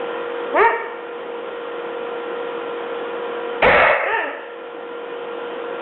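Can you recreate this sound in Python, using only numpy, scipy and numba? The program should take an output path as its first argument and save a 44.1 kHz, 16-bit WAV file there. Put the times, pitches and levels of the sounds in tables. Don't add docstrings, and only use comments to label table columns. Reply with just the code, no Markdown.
import sys
import numpy as np
from scipy import signal
from scipy.fft import rfft, irfft, next_fast_len
from scipy.io import wavfile
from scipy.ndimage import uniform_filter1d
from numba import njit

SR = 44100
rng = np.random.default_rng(int(sys.argv[2]) if len(sys.argv) > 2 else 0)


def store_wav(level_fs):
    pcm = np.round(np.clip(np.atleast_2d(level_fs), -1, 1) * 32767)
    wavfile.write(sys.argv[1], SR, pcm.T.astype(np.int16))


def volts(x):
    e = np.asarray(x, float) / 20
    return 10 ** e


N = 256220

# f/Hz, level/dB (density)
HISS = [(413, -12.5), (477, -11), (634, -15.5), (1010, -16), (1400, -19), (2150, -26.5), (3160, -26),
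        (3570, -32.5)]
# f/Hz, level/dB
HISS_EDGES = [(18, -63.5), (30, -33), (138, -24.5), (203, -9), (413, 0), (3570, 0), (3870, -15),
              (5030, -60)]
HISS_DB = -32
# f/Hz, level/dB
HUM = [(339, -41.5), (475.7, -28.5), (523.6, -36.5), (716.3, -45.5), (977, -46), (1025, -47),
       (1379.5, -42.5), (1428, -49), (1572, -56.5), (1809, -54.5), (1879, -51), (2444, -56.5), (3090, -56)]

# t/s, level/dB (effort), f/Hz (pitch)
YELP = [
    (.52, -35.5, 251.3),
    (.553, -15.5, 295.2),
    (.612, -6.5, 418.3),
    (.632, -8, 451.7),
    (.65, -5.5, 469.5),
    (.674, -4.5, 455.6),
    (.686, -18, 410),
    (.701, -12, 341),
    (.722, -21, 285),
]
HOARSE = [
    (3.62, -28, 281),
    (3.627, -18, 309.5),
    (3.657, -16, 515.6),
    (3.688, -13, 543.8),
    (3.71, -15.5, 608.4),
    (3.8, -10.5, 595),
    (3.92, -9, 563.6),
    (3.985, -25.5, 541.5),
    (4.05, -18, 552),
]
ARCH = [
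    (4.055, -23.5, 337.8),
    (4.085, -17.5, 398.4),
    (4.11, -20, 428.7),
    (4.14, -13, 462.7),
    (4.165, -17, 435.6),
    (4.2, -20.5, 335.1),
    (4.22, -24.5, 319.5),
    (4.28, -25, 269.8),
    (4.32, -28.5, 302),
]
# f/Hz, width/Hz, level/dB
CLEAR_THROAT = [(410, 110, 4), (644, 160, 4), (918, 110, 3.5), (1180, 330, -2.5), (1801, 290, -5.5),
                (2207, 190, -9.5), (2650, 600, -21.5)]
HOARSE_THROAT = [(585, 270, 0), (870, 230, -3), (1290, 350, -4), (1860, 320, -4), (2170, 260, -6),
                 (2600, 300, -10)]
ARCH_THROAT = [(446, 190, 1.5), (684, 190, 0.5), (916, 130, 4.5), (1253, 190, -4), (1779, 360, 1),
               (2420, 240, -11), (2765, 430, -9.5)]
SHUT_HZ, OPEN_HZ = 285, 328
CALM_ROUGH, SOFT_ROUGH, HOARSE_ROUGH = .04, .12, .35
STRAIN_HZ, BROKEN_HZ, BROKEN_ROUGH = 520, 595, .88
ROUGH_BRIGHT_DB_PER_OCT = 5.5
VOICE_TOP_HZ, PUFF_LOW_HZ, PUFF_HIGH_HZ = 3050, 480, 5000

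# f/Hz, t60/s
YARD = [(200, 0.41), (500, 1), (1000, 0.99), (2000, 0.94), (3500, 0.94)]
# delay/s, level/dB
WALLS = [
    (.012, -8.5),
    (.035, -5),
    (.075, -17.5),
    (.1, -13.5),
    (0.149, -20),
    (.23, -24),
]
# f/Hz, level/dB
YARD_COLOUR = [(250, -6), (460, -1), (930, -4.5), (1400, -0.5), (1900, 0), (2400, 0.5), (3200, 2)]

# t/s, level/dB
NUDGES = [
    (.615, -36),
    (4.132, -35),
]
NUDGE_S, NUDGE_HZ = .012, 150
RASP_S, RASP_HZ, RASP_WIDTH_HZ, RASP_DB = .033, 2340, 700, -14.5
BLAST_AT_S, SWELL_S, HOLD_S, DIE_S, SWELL_DB = 3.62, .04, .22, .17, -19.5
RUMBLE_DB, RUMBLE_DB_PER_S, RUMBLE_DIE_DB = -19.5, -26, -36
FIZZ_DB, FIZZ_DB_PER_S, FIZZ_DIE_DB = -26.5, 21.5, -21.5

PHONE_HZ = 8000
# f/Hz, level/dB
BAND = [(3000, 0.5), (3600, 1), (4000, 1.5), (4350, -58), (5000, -84)]
# f/Hz, level/dB
MIRRORS = [
    [(4200, -61), (5000, -60.5), (6500, -57), (7600, -59), (8100, -101)],
    [(12500, -83), (13300, -63), (14200, -48.5), (14700, -93.5)],
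]
# f/Hz, level/dB
SPLATTER = [(3000, 5), (3800, -15.5), (4300, -7), (7500, -19), (9500, -46), (11000, -92)]
# start/s, end/s
BURSTS = [
    (.605, .63),
    (3.625, 3.69),
    (3.74, 3.79),
    (3.805, 3.83),
]


def evened(x):
    return x / np.sqrt(np.mean(x ** 2) + 1e-20)


def read(points, hz):
    f, value = np.transpose(points)
    return np.interp(np.log(hz + 1), np.log(f + 1), value)


def colour(x, points):
    size = next_fast_len(N)
    gain = volts(read(points, np.fft.rfftfreq(size, 1 / SR)))
    return irfft(rfft(x, size) * gain, size)[:N]


def drift(count, smooth_s):
    size = max(round(smooth_s * SR), 2)
    once = uniform_filter1d(rng.standard_normal(count), size)
    return evened(uniform_filter1d(once, size))


def resonate(x, hz, width_hz):
    turn = np.exp(2j * np.pi * np.cumsum(hz) / SR)
    r = np.exp(-np.pi * width_hz / SR)
    smooth = signal.lfilter([(1 - r) ** 2], [1, -2 * r, r ** 2], x / turn)
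    return 2 * (turn * smooth).real


def hiss():
    frames, hz = N // 256 + 5, np.fft.rfftfreq(1024, 1 / SR)
    a, b, patches = rng.standard_normal((frames, 513, 3)).T
    patches = uniform_filter1d(uniform_filter1d(patches, 10, axis=0), 10, axis=1)
    level_db = (read(HISS, hz) + read(HISS_EDGES, hz))[:, None] + 0.91 * evened(patches)
    air = signal.istft((a + 1j * b) * volts(level_db), nperseg=1024, noverlap=768)[1][:N]
    return volts(HISS_DB + 1.5) * evened(air)


def hum():
    turns = np.cumsum(1 + .0012 * drift(N, 0.13)) / SR
    out = np.zeros(N)
    for hz, db in HUM:
        waver_db = np.clip(-.12 * (db + 25.0), 0, 6) * drift(N, 0.042)
        tone = np.sin(2 * np.pi * (hz * turns + rng.random()))
        out += np.sqrt(2) * volts(db + waver_db) * tone
    return out


def bark(rows, throat, calm, shut_db, open_db):
    s, *columns = np.transpose(rows)
    t = np.arange(s[0], s[-1], 1 / SR)
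    effort_db, hz = (np.interp(t, s, c) for c in columns)
    rough = np.clip(np.interp(hz, [STRAIN_HZ, BROKEN_HZ], [calm, BROKEN_ROUGH]), 0, 1)
    bright_db_per_oct = np.interp(hz, [SHUT_HZ, OPEN_HZ], [shut_db, open_db])
    bright_db_per_oct = bright_db_per_oct + ROUGH_BRIGHT_DB_PER_OCT * rough

    turns = np.cumsum(hz * (1 + 0.11 * rough * drift(len(t), 0.0034))) / SR
    folds = sum(np.cos(2 * np.pi * k * turns) for k in range(1, 15))
    folds *= volts(4.5 * rough * drift(len(t), .002))
    puffs = (0.37 + np.exp(-(turns % 1) / 0.3)) * rng.standard_normal(len(t))
    puffs = signal.lfilter(*signal.butter(2, (PUFF_LOW_HZ, PUFF_HIGH_HZ), "band", fs=SR), puffs)
    drive = np.sqrt(1 - rough ** 2) * evened(folds) + rough * evened(puffs)

    voice = np.zeros(len(t))
    for k, (f, width_hz, db) in enumerate(throat):
        shaken_hz = f * (1 + 0.025 * rough * drift(len(t), 0.014))
        gain = (-1) ** k * volts(db + bright_db_per_oct * np.log2(f / 900))
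        voice += gain * resonate(drive, shaken_hz, width_hz)
    voice = signal.sosfilt(signal.butter(6, VOICE_TOP_HZ, fs=SR, output="sos"), voice)
    loudness = np.sqrt(uniform_filter1d(voice ** 2, 1200) + 1e-9)
    out, start = np.zeros(N), round(s[0] * SR)
    out[start:start + len(t)] = volts(effort_db) * voice / loudness * signal.windows.tukey(len(t), .04)
    return out


def yard(x, tail_db):
    taps = np.zeros(SR)
    at = np.arange(2400, SR - 20, 20)
    taps[at + rng.integers(0, 20, len(at))] = rng.choice([-1., 1.], len(at))
    hz, t, z = signal.stft(taps, SR, nperseg=256)
    decay = volts(-60 * t / read(YARD, hz)[:, None])
    tail = signal.istft(z * decay, SR, nperseg=256)[1]
    tail = volts(tail_db) * tail / np.linalg.norm(tail)
    for delay_s, db in WALLS:
        tail[round(delay_s * SR)] += volts(db)
    return x + colour(signal.fftconvolve(x, tail)[:N], YARD_COLOUR)


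def nudges():
    t = np.arange(N) / SR
    air = evened(signal.lfilter(*signal.butter(2, NUDGE_HZ, fs=SR), rng.standard_normal(N)))
    return air * sum(volts(db) * np.exp(-((t - s) / NUDGE_S) ** 2) for s, db in NUDGES)


def rasp():
    t = np.arange(N) / SR - BLAST_AT_S
    air = evened(resonate(rng.standard_normal(N), np.full(N, RASP_HZ), RASP_WIDTH_HZ))
    return volts(RASP_DB) * air * np.interp(t, [0, .006, RASP_S, RASP_S + .008], [0, 1, 1, 0])


def blast():
    t = np.arange(N) / SR - BLAST_AT_S
    corners_s = np.cumsum([0, SWELL_S, HOLD_S, DIE_S])
    shape_db = np.interp(t, corners_s, [SWELL_DB, 0, 0, 0], -120, -120)
    dying = np.clip((t - SWELL_S - HOLD_S) / DIE_S, 0, 1)
    held_s = np.clip(t - SWELL_S, 0, HOLD_S)
    low, high = rng.standard_normal((2, N))
    low = evened(colour(low, [(20, -0.5), (60, -1.5), (130, -2.5), (250, 0), (380, 0.0),
                              (550, -25.0), (900, -72.5)]))
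    high = evened(colour(high, [(1500, -60.0), (2800, 4.0), (3200, 5.5), (4200, -11), (6000, -39.5)]))
    rumble = volts(RUMBLE_DB + RUMBLE_DB_PER_S * held_s + RUMBLE_DIE_DB * dying) * low
    fizz = volts(FIZZ_DB + FIZZ_DB_PER_S * held_s + FIZZ_DIE_DB * dying) * high
    return volts(shape_db) * (rumble + fizz)


def scene():
    yelp = volts(-1.0) * bark(YELP, CLEAR_THROAT, CALM_ROUGH, shut_db=-13, open_db=2.0)
    hoarse = volts(6.5) * bark(HOARSE, HOARSE_THROAT, HOARSE_ROUGH, shut_db=-4, open_db=-5)
    arch = volts(7.0) * bark(ARCH, ARCH_THROAT, SOFT_ROUGH, shut_db=-12.5, open_db=1.0)
    dogs = yard(yelp + hoarse + arch, tail_db=-5.0)
    return (hiss() + hum() + dogs + nudges() + rasp() + blast())[None]


@njit
def follow(over_db, fall, recover):
    out, now = np.empty_like(over_db), 0.
    for i in range(len(over_db)):
        now += (over_db[i] - now) * (fall if over_db[i] > now else recover)
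        out[i] = now
    return out


def overload(x, top):
    return top * x / (top ** 6 + x ** 6) ** (1 / 6)


def flicker(x, kept):
    t = np.arange(N) / SR
    blocks = np.repeat(rng.random((2, N // 1024 + 1)) < kept, 1024, axis=1)[:, :N]
    bursts = sum((t > start) & (t < end) for start, end in BURSTS)
    bands_hz = (4300, 6900), (6900, 11000), (11000, 15000)
    for on, band_hz in zip((bursts, *blocks), bands_hz):
        top = signal.sosfiltfilt(signal.butter(8, band_hz, "band", fs=SR, output="sos"), x)
        x = x - top * uniform_filter1d(1. - on, 400)
    return x


def roll_off(x):
    return signal.sosfilt(signal.butter(12, 14400, fs=SR, output="sos"), x)


def record(dry):
    level_db = 10 * np.log10(abs(uniform_filter1d(dry[0] ** 2, 400)) + 1e-12)
    over_db = 0.59 * np.maximum(level_db + 26, 0)
    cut_db = follow(over_db, 1 / (.12 * SR), 1 / (.75 * SR))
    x = dry[0] / volts(cut_db)
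    x = x + 0.13 * x ** 2
    x = signal.lfilter(*signal.butter(1, 15, "high", fs=SR), x)
    x = overload(x, .68)
    x = signal.lfilter(*signal.butter(4, 3900, fs=SR), x)
    x = overload(x, .64)
    x = colour(x, BAND)
    t = np.arange(N) / SR
    images = sum(colour(2 * x * np.cos(2 * np.pi * (k + 1) * PHONE_HZ * t), mirror)
                 for k, mirror in enumerate(MIRRORS))
    x = x + images
    x = x + colour(np.clip(x, -.55, .55) - x, SPLATTER)
    mix = flicker(x, kept=.6)[None]
    return roll_off(mix)


dry = scene()
out = record(dry)
store_wav(out)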